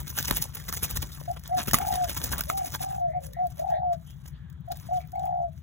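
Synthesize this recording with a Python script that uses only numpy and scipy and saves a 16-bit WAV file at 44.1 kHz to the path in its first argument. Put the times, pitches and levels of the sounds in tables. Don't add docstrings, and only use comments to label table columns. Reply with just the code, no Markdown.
import sys
import numpy as np
from scipy import signal
from scipy.fft import rfft, irfft, next_fast_len
from scipy.io import wavfile
from scipy.ndimage import uniform_filter1d

SR = 44100
rng = np.random.default_rng(int(sys.argv[2]) if len(sys.argv) > 2 else 0)


def wav_out(sig):
    wavfile.write(sys.argv[1], SR, np.round(np.clip(np.atleast_2d(sig).T, -1, 1) * 32767).astype(np.int16))


N = 247947
T = np.arange(N) / SR
FFT_SIZE = next_fast_len(N, real=True)
HZ = np.maximum(np.fft.rfftfreq(FFT_SIZE, 1 / SR), 1)
TOP_HZ = 16000

# freq_hz, left_lead_rad
PORT_PHASE = [(0, 0), (150, -.5), (300, -1.9), (700, -2), (1200, -.8), (1900, .1), (2600, 1.8), (3700, 1.6),
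              (4500, 3.1), (9000, 9.4), (13300, 15.7), (17000, 21)]
# freq_hz, left_minus_right_db
PORT_BALANCE = [(30, -9.5), (70, 4), (140, 12.5), (280, 7.5), (700, 1.5), (1200, -1), (16000, 0)]
# freq_hz, level_db
AIR_EQ = [(20, -11), (100, 14.5), (270, 15.5), (430, 4), (1000, 4), (1700, 1.5), (2600, -8.5), (3300, -1.5),
          (4000, -6.5), (4900, -20.5), (7000, -18.5), (15500, -53.5)]
# freq_hz, level_db
EXHAUST_EQ = [(20, -35.5), (40, -26), (55, 1), (66, 4.5), (78, 3.5), (90, -4.5), (110, 0.5), (135, -0.5),
              (160, -4), (190, -7.5), (220, -25), (280, -19.5), (450, -61.5)]
# start_s, length_s, first_hz, last_hz, level_db, overtone_db
CHIRPS = [(3.08, 0.11, 1916, 2280, -57.5, -23), (3.33, 0.088, 1830, 2130, -57, -17),
          (3.706, 0.076, 1783, 1924, -50.5, -8.5), (4.056, 0.085, 3110, 3330, -60.5, -10),
          (4.274, 0.32, 1820, 1605, -67.5, -22), (4.322, 0.053, 4440, 4320, -67.5, -29),
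          (4.329, 0.042, 3380, 3200, -63, -30), (5.003, 0.009, 2250, 2330, -50, -22),
          (5.035, 0.0076, 2230, 2290, -51, -14), (5.151, 0.013, 2290, 2280, -54.5, -8)]

# time_s, level_db
RUSTLE_BED = [(0, -50.5), (0.13, -57.5), (0.33, -42.5), (0.5, -57), (0.8, -53.5), (1.22, -59), (1.5, -62.5),
              (1.78, -49), (2.3, -50), (2.92, -60), (3.05, -80), (3.55, -69), (3.82, -83.5), (4.08, -68.5),
              (4.6, -93.5), (4.76, -62.5), (5.4, -79), (5.62, -69.5)]
# centre_s, length_s, level_db
ARM_LEANS = [(0.01, 0.04, -39), (0.34, 0.096, -36), (0.833, 0.02, -39), (0.972, 0.1, -36),
             (1.727, 0.027, -34.5), (1.933, 0.052, -40.5), (2.327, 0.094, -35)]
# freq_hz, level_db
BUMP_EQ = [(12, -37.5), (30, -4), (55, 11), (105, 1.5), (200, -11.5), (400, -22), (1500, -61.5)]
# centre_s, length_s, crinkle_db, scrape_db
LEAF_STROKES = [(0.101, 0.011, -34.5, -49), (0.184, 0.041, -30, -38), (0.252, 0.015, -33, -43),
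                (0.283, 0.015, -31, -38), (0.311, 0.0042, -26.5, -24), (0.367, 0.02, -25.5, -45.5),
                (0.423, 0.012, -26, -59.5), (0.431, 0.016, -29, -48), (0.553, 0.0062, -29.5, -55.5),
                (0.573, 0.037, -39, -42), (0.689, 0.013, -34, -33), (0.743, 0.017, -26.5, -38),
                (0.772, 0.013, -28, -49), (0.838, 0.016, -21, -31.5), (0.89, 0.049, -37, -40.5),
                (0.968, 0.014, -31, -36), (1.027, 0.0084, -27.5, -35), (1.137, 0.039, -44.5, -56.5),
                (1.372, 0.011, -50, -44), (1.464, 0.026, -54.5, -45.5), (1.6, 0.033, -31.5, -34),
                (1.634, 0.005, -36.5, -47.5), (1.682, 0.02, -29.5, -39), (1.744, 0.011, -18.5, -33),
                (1.769, 0.014, -27, -30.5), (1.816, 0.018, -31, -34), (1.879, 0.019, -29, -47.5),
                (1.94, 0.04, -36.5, -40.5), (2.041, 0.017, -36.5, -42), (2.101, 0.027, -30.5, -35),
                (2.178, 0.021, -30, -37), (2.215, 0.0087, -40, -35), (2.25, 0.042, -31.5, -41.5),
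                (2.33, 0.022, -27.5, -34), (2.391, 0.014, -32, -35.5), (2.497, 0.016, -33, -68),
                (2.58, 0.014, -30.5, -44), (2.668, 0.043, -40.5, -51), (2.747, 0.015, -29.5, -35.5),
                (2.829, 0.028, -34.5, -41), (2.935, 0.052, -45, -51.5), (3.247, 0.039, -46, -58.5),
                (3.334, 0.0083, -48.5, -66.5), (3.508, 0.02, -50, -63), (3.6, 0.036, -50, -53),
                (3.696, 0.051, -56, -58.5), (3.934, 0.021, -53, -51), (4.108, 0.022, -55, -76),
                (4.274, 0.039, -56.5, -62.5), (4.722, 0.0093, -41.5, -43.5), (4.823, 0.032, -56, -57),
                (4.969, 0.058, -50.5, -53), (5.246, 0.046, -57.5, -55.5)]
# freq_hz, level_db
CRINKLE_EQ = [(800, -13.5), (2000, -11), (3500, -3.5), (4800, -5), (6200, 1.5), (8000, -4), (9800, -1),
              (11500, 0), (12700, -1.5), (13700, 5.5), (14400, 0.5), (15200, 5), (16000, -9)]
# freq_hz, level_db
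SCRAPE_EQ = [(30, -21.5), (100, 5), (250, 6), (450, 2), (800, 5.5), (1400, 1.5), (1800, 1), (2400, -4.5),
             (3200, -0.5), (6000, -7), (16000, -38.5)]
# start_s, onset_db, t60_s
STALK_SNAPS = [(0.079, -31.5, 0.022), (0.1868, -14.5, 0.0094), (0.2272, -22, 0.011), (0.2812, -19, 0.0066),
               (0.31, -7.5, 0.0043), (0.4232, -14, 0.01), (0.7256, -21.5, 0.014), (0.9096, -23.5, 0.019),
               (0.972, -17, 0.0059), (1.0243, -24, 0.018), (1.2076, -40.5, 0.021), (1.237, -40, 0.011),
               (1.3143, -35.5, 0.0085), (1.3948, -41, 0.014), (1.4374, -32.5, 0.0043),
               (1.4771, -29.5, 0.009), (1.7116, -22, 0.013), (1.7336, -13.5, 0.031), (1.7435, -6, 0.0072),
               (1.786, -17.5, 0.011), (1.861, -35, 0.014), (1.94, -27.5, 0.013), (2.1741, -25.5, 0.009),
               (2.2446, -23, 0.021), (2.381, -22.5, 0.015), (2.4077, -15, 0.012), (2.437, -28.5, 0.015),
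               (2.5004, -18, 0.0043), (2.647, -32, 0.012), (2.7208, -32.5, 0.015), (2.8064, -42, 0.018),
               (3.3339, -39, 0.012), (3.47, -39, 0.018), (3.5717, -42, 0.01), (3.5952, -36, 0.01),
               (3.706, -47, 0.014), (3.931, -44, 0.012), (4.5, -50.5, 0.022), (4.527, -57.5, 0.025),
               (4.607, -58, 0.008), (4.686, -48, 0.012), (4.72, -28, 0.0095), (4.7711, -39, 0.023),
               (4.799, -40, 0.012), (5.074, -47, 0.013), (5.119, -45, 0.023), (5.157, -51, 0.019),
               (5.195, -44, 0.019), (5.2548, -42, 0.017)]
# freq_hz, level_db
SNAP_EQ = [(500, -8), (2000, -11.5), (4000, -0.5), (6500, 0.5), (11000, -3.5), (15500, 7.5), (17000, -20)]
# start_s, ring_db, ring_hz, thud_db
CAGE_KNOCKS = [(0.081, -41, 1510, -51.5), (0.188, -20, 1560, -55), (0.3101, -20, 1046, -24),
               (.313, -23.5, 595, -16), (0.697, -40, 1130, -33), (0.7272, -27.5, 1290, -43),
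               (0.83, -41, 1350, -26.5), (0.96, -35, 1190, -34.5), (0.9724, -28, 1840, -55),
               (1.214, -31.5, 594, -41), (1.683, -25, 1310, -17.5), (1.711, -26, 1780, -39),
               (1.734, -12.5, 740, -20.5), (1.7429, -4.5, 1201, -11.5), (1.787, -28.5, 1405, -44.5),
               (2.014, -37, 1520, -58.5), (2.332, -23, 1110, -36.5), (2.41, -23.5, 1470, -28),
               (2.5, -13.5, 1280, -53), (3.594, -47.5, 1133, -63), (4.716, -54.5, 1645, -60)]

# time_s, pitch_hz, level_db
ANSWER_COOS = [
    [(2.465, 540, -50), (2.495, 648, -26), (2.525, 780, -31), (2.585, 784, -28), (2.63, 720, -22.5),
     (2.67, 712, -36), (2.71, 706, -49.5)],
    [(2.798, 745, -25.5), (2.86, 740, -30), (2.96, 753, -26.5), (3.0, 714, -25), (3.06, 695, -20.5),
     (3.1, 633, -28.5), (3.15, 597, -39), (3.22, 555, -43.5), (3.35, 517, -51)],
    [(3.575, 572, -56), (3.6, 639, -24), (3.66, 734, -23.5), (3.71, 716, -19.5), (3.74, 646, -22),
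     (3.77, 590, -37), (3.8, 560, -52)],
]
# start_s, length_s
ANSWER_ROLLS = [(2.603, 0.088), (2.794, 0.21), (3.149, .2), (3.587, .055)]
# delay_s, left_db, right_db
ANSWER_ECHOES = [(.009, -11.5, -6.5), (.017, -9.5, -11.5), (.031, -10, -13.5)]
# start_s, end_s, first_hz, last_hz, first_db, last_db, rolled_share
LEAD_COOS = [(1.273, 1.327, 730, 730.7, -10, -32.5, 0.8), (1.484, 1.6, 720.6, 750, -24, -21, 0.22),
             (1.772, 2.069, 769, 711, -26.5, -25, 0.67), (3.125, 3.188, 733.6, 746, -29.5, -16, 0.33),
             (3.359, 3.473, 733.6, 727, -22.5, -22, 0.23), (3.607, 3.95, 768.6, 702.8, -27, -25, 0.68),
             (4.671, 4.741, 730, 735.7, -30, -26.5, 0.9), (4.882, 4.995, 723.5, 733, -25.5, -21.5, 0.31),
             (5.124, 5.483, 759, 697, -26, -27.5, 0.86)]
# delay_s, left_db, right_db
LEAD_ECHOES = [(.0071, -11, -8), (.0128, -5, -14.5), (.0205, -13.5, -36.5)]


def undb(db):
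    return 10 ** (np.asarray(db) / 20)


def unit(x):
    return x / np.sqrt(np.mean(x ** 2))


def curve(rows):
    times, *columns = np.transpose(rows)
    return [np.interp(T, times, column) for column in columns]


def eq_curve(points):
    hz, db = np.transpose(points)
    return np.interp(np.log(HZ), np.log(np.maximum(hz, 1)), db)


def filtered(x, response):
    return irfft(rfft(x, FFT_SIZE) * response, FFT_SIZE)[..., :N]


def colour(x, points):
    return unit(filtered(x, undb(eq_curve(points))))


def drift(rate_hz):
    lowpass = np.exp(-.5 * np.minimum(HZ / rate_hz, 10) ** 2)
    return unit(filtered(rng.standard_normal(FFT_SIZE), lowpass))


def flicker(x, spread_db=3.5, rate_hz=45, top_hz=TOP_HZ, count=7):
    centres = np.linspace(0, top_hz, count)
    bands = (filtered(x, np.interp(HZ, centres, share)) for share in np.eye(count))
    return unit(sum(band * undb(spread_db * drift(rate_hz)) for band in bands))


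def crackle(per_s, spread_db):
    clicks = (rng.random(N) < per_s / SR) * rng.standard_normal(N)
    return clicks * undb(spread_db * np.minimum(rng.exponential(size=N), 4))


def decay(t60_s, length_s=.125):
    return np.exp(-np.log(1000) * T[:int(length_s * SR)] / t60_s)


def mode(hz, t60_s):
    fade = decay(t60_s)
    return fade * np.sin(2 * np.pi * hz * T[:len(fade)])


def add(track, start_s, sound):
    i = max(int(start_s * SR), 0)
    track[i:i + len(sound)] += sound[:N - i]


def ports(x):
    lead = np.interp(HZ, *np.transpose(PORT_PHASE))
    tilt = undb(eq_curve(PORT_BALANCE) / 2)
    return filtered(x, np.array([tilt, np.exp(-1j * lead) / tilt]))


def reflections(x, t60_s, gap_s):
    fade = decay(t60_s, length_s=.5)
    tail = rng.standard_normal((2, len(fade))) * fade * (T[:len(fade)] > gap_s)
    tail /= np.linalg.norm(tail, axis=1, keepdims=True)
    return signal.fftconvolve(x[None], tail, axes=1)[:, :N]


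def perch(voice, echoes, left_lag_s=0):
    delay = lambda s: np.exp(-2j * np.pi * HZ * s)
    walls = sum(undb([[left_db], [right_db]]) * delay(s) for s, left_db, right_db in echoes)
    return filtered(ports(voice), (1 + walls) * np.array([delay(left_lag_s), delay(0)]))


def air():
    shared, left, right = (colour(rng.standard_normal(N), AIR_EQ) for _ in range(3))
    shared = flicker(shared, spread_db=2.5, rate_hz=9, top_hz=4200, count=10)
    level = undb(-61 + 1.6 * drift(4))
    return level * (.7 * ports(shared) + .5 * np.array([left, right]))


def engine(level_db=-44, idle_hz=11.2, lumpiness=1.6):
    cycle = 2 * np.pi * (idle_hz * T - .55 + .02 * drift(3))
    upward_glide = np.sin(13 * cycle - 1.5 * np.cos(cycle))
    boom = unit(np.exp(lumpiness * np.cos(cycle)) * upward_glide * undb(1.2 * drift(6)))
    drone = undb(-11) * np.sin(5 * cycle) + undb(-5) * np.sin(7 * cycle)
    gas = colour(rng.standard_normal(N), EXHAUST_EQ)
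    return undb(level_db) * unit(undb(-5.5) * boom + undb(-1) * gas + drone)


def far_bird(gain_db=-1):
    out, rasp = np.zeros(N), 1 + .072 * drift(330)
    for start, length, first_hz, last_hz, db, overtone_db in CHIRPS:
        on = (T >= start) & (T < start + length)
        progress = (T[on] - start) / length
        pitch = (first_hz + (last_hz - first_hz) * progress) * rasp[on]
        phase = 2 * np.pi * np.cumsum(pitch) / SR
        tone = np.sin(phase) + undb(overtone_db) * np.sin(2 * phase)
        out[on] += undb(db + gain_db) * np.sqrt(np.sin(np.pi * progress)) * tone
    return out * undb(2.5 * drift(90))


def gesture(centre_s, length_s, catch=2.64, let_go=2.21):
    power = np.zeros(N)
    near = np.abs(T - centre_s) < 4 * length_s
    offset = (T[near] - centre_s) / length_s
    power[near] = 1 / np.cosh(offset * np.where(offset < 0, catch, let_go)) ** 2
    return power


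def arm_bumps(gain_db=3):
    bed = undb(curve(RUSTLE_BED)[0] + 4) ** 2
    leans = sum(gesture(centre, length) * undb(db) ** 2 for centre, length, db in ARM_LEANS)
    return colour(rng.standard_normal(N), BUMP_EQ) * np.sqrt(bed + leans) * undb(gain_db)


def leaves(scrape_gain_db=2):
    fidget_db = 2 * drift(14)
    bed = undb(curve(RUSTLE_BED)[0] + 5 + fidget_db) ** 2
    crinkle_power, scrape_power = bed.copy(), bed * undb(-5) ** 2
    for centre, length, crinkle_db, scrape_db in LEAF_STROKES:
        stroke = gesture(centre, length)
        crinkle_power += stroke * undb(crinkle_db) ** 2
        scrape_power += stroke * undb(scrape_db) ** 2
    grip = unit(undb(2.5 * drift(41)))
    ticks = colour(crackle(per_s=2600, spread_db=1.6), CRINKLE_EQ)
    crinkle = flicker(ticks) * np.sqrt(crinkle_power)
    rub = colour(crackle(per_s=2000, spread_db=-1), SCRAPE_EQ)
    scrape = flicker(rub, spread_db=4, rate_hz=22, top_hz=3600, count=12) * np.sqrt(scrape_power)
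    return grip * (crinkle + undb(scrape_gain_db) * scrape)


def stalk_snaps():
    out = np.zeros(N)
    fibres = flicker(colour(rng.standard_normal(N), SNAP_EQ))
    for start, db, t60_s in STALK_SNAPS:
        fade = decay(t60_s)
        crack = fade * np.roll(fibres, -int(start * SR))[:len(fade)]
        add(out, start, undb(db) * crack * np.linalg.norm(fade) / np.linalg.norm(crack))
    return out


def cage_knocks(ring_t60_s=.016, upper_ratio=1.65, frame_hz=230, tray_hz=370, thud_t60_s=.011):
    out = np.zeros(N)
    thud = mode(frame_hz, thud_t60_s) + undb(-6) * mode(tray_hz, thud_t60_s)
    for start, ring_db, hz, thud_db in CAGE_KNOCKS:
        ring = mode(hz, ring_t60_s) + undb(-7) * mode(hz * upper_ratio, ring_t60_s / upper_ratio)
        add(out, start, undb(ring_db) * ring + undb(thud_db) * thud)
    return out


def flutter(rolls, pulse_hz=36, speedup_hz_per_s=120, smoothing_per_s=1.2, ease_s=.0099):
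    depth, phase = np.zeros(N), np.zeros(N)
    wobble = 1 + .1 * drift(25)
    for start, length in rolls:
        on = (T >= start) & (T < start + length)
        age = T[on] - start
        depth[on] = np.clip(1 - smoothing_per_s * age, 0, 1)
        phase[on] = 2 * np.pi * np.cumsum((pulse_hz + speedup_hz_per_s * age) * wobble[on]) / SR
    return uniform_filter1d(depth, int(ease_s * SR)), phase


def throat(pitch, loudness, rolls, overtone_db=-45, bend=.03, droop=.015):
    depth, roll_phase = flutter(rolls)
    waver, shimmer_db = .007 * drift(60), 1.2 * drift(30)
    skewed_phase = roll_phase + .6 * np.sin(roll_phase / 2) ** 2
    pulse = uniform_filter1d(-depth * np.cos(skewed_phase), size=128)
    roll_db = depth * (-1.5 + 2.2 * drift(51))
    throb = np.maximum(1 + pulse, 0) ** 1.25 / np.sqrt(1 + depth ** 2)
    warble = bend * (pulse - depth / 2) + droop * depth * np.sin(roll_phase)
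    jitter = .018 * depth * drift(60)
    phase = 2 * np.pi * np.cumsum(pitch * (1 + warble + waver + jitter)) / SR
    tone = np.sin(phase) + undb(overtone_db) * np.sin(2 * phase)
    return loudness * throb * undb(shimmer_db + roll_db) * tone


def second_dove(gain_db=-1):
    pitch, loudness = np.zeros(N), np.zeros(N)
    for coo in ANSWER_COOS:
        hz, db = curve(coo)
        on = (T > coo[0][0]) & (T < coo[-1][0])
        pitch[on] = hz[on]
        loudness[on] = undb(db[on] + gain_db) * signal.windows.tukey(on.sum(), .06)
    return throat(pitch, loudness, ANSWER_ROLLS)


def first_dove(plain_attack_s=.021, roll_attack_s=.012, release_s=.014, arch_hz=22.94, sag=.095):
    pitch, loudness, rolls = np.zeros(N), np.zeros(N), []
    husk = .03 * drift(90)
    for start, end, first_hz, last_hz, first_db, last_db, rolled in LEAD_COOS:
        on = (T > start) & (T < end)
        age, length = T[on] - start, end - start
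        attack_s = np.interp(rolled ** 2, [0, 1], [plain_attack_s, roll_attack_s])
        pressure = (1 - np.exp(-(age / attack_s) ** 1.4)) * (1 - np.exp((age - length) / release_s))
        glide = np.interp(age, [0, length], [first_hz, last_hz])
        arch = arch_hz * (np.sin(np.pi * age / length) - 2 / np.pi)
        detune = (husk[on] - sag) * (1 - pressure)
        pitch[on] = (glide + arch) * (1 + detune)
        loudness[on] = undb(np.interp(age, [0, length], [first_db, last_db])) * pressure ** 1.3
        rolls.append((start, rolled * length))
    return throat(pitch, loudness, rolls)


def scene():
    lead, answer = first_dove(), second_dove()
    hand = leaves() + stalk_snaps() + cage_knocks()
    bird = far_bird()
    doves = perch(lead, LEAD_ECHOES) + perch(answer, ANSWER_ECHOES, left_lag_s=.00019)
    direct = ports(hand + arm_bumps() + engine() + bird)
    dove_reverb = undb(-16) * reflections(lead + answer, t60_s=.23, gap_s=.006)
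    hand_reverb = undb(-15) * reflections(hand, t60_s=.07, gap_s=.004)
    bird_reverb = undb(-2) * reflections(bird, t60_s=.12, gap_s=.0073)
    return doves + direct + dove_reverb + hand_reverb + bird_reverb + air()


def record(dry, low_cut_hz=29, ceiling=.75):
    low_cut = signal.butter(3, low_cut_hz, "high", fs=SR, output="sos")
    high_cut = signal.ellip(10, .2, 70, TOP_HZ, fs=SR, output="sos")
    rounded = ceiling * np.tanh(signal.sosfilt(low_cut, dry) / ceiling)
    return signal.sosfilt(high_cut, rounded)


dry = scene()
out = record(dry)
wav_out(out)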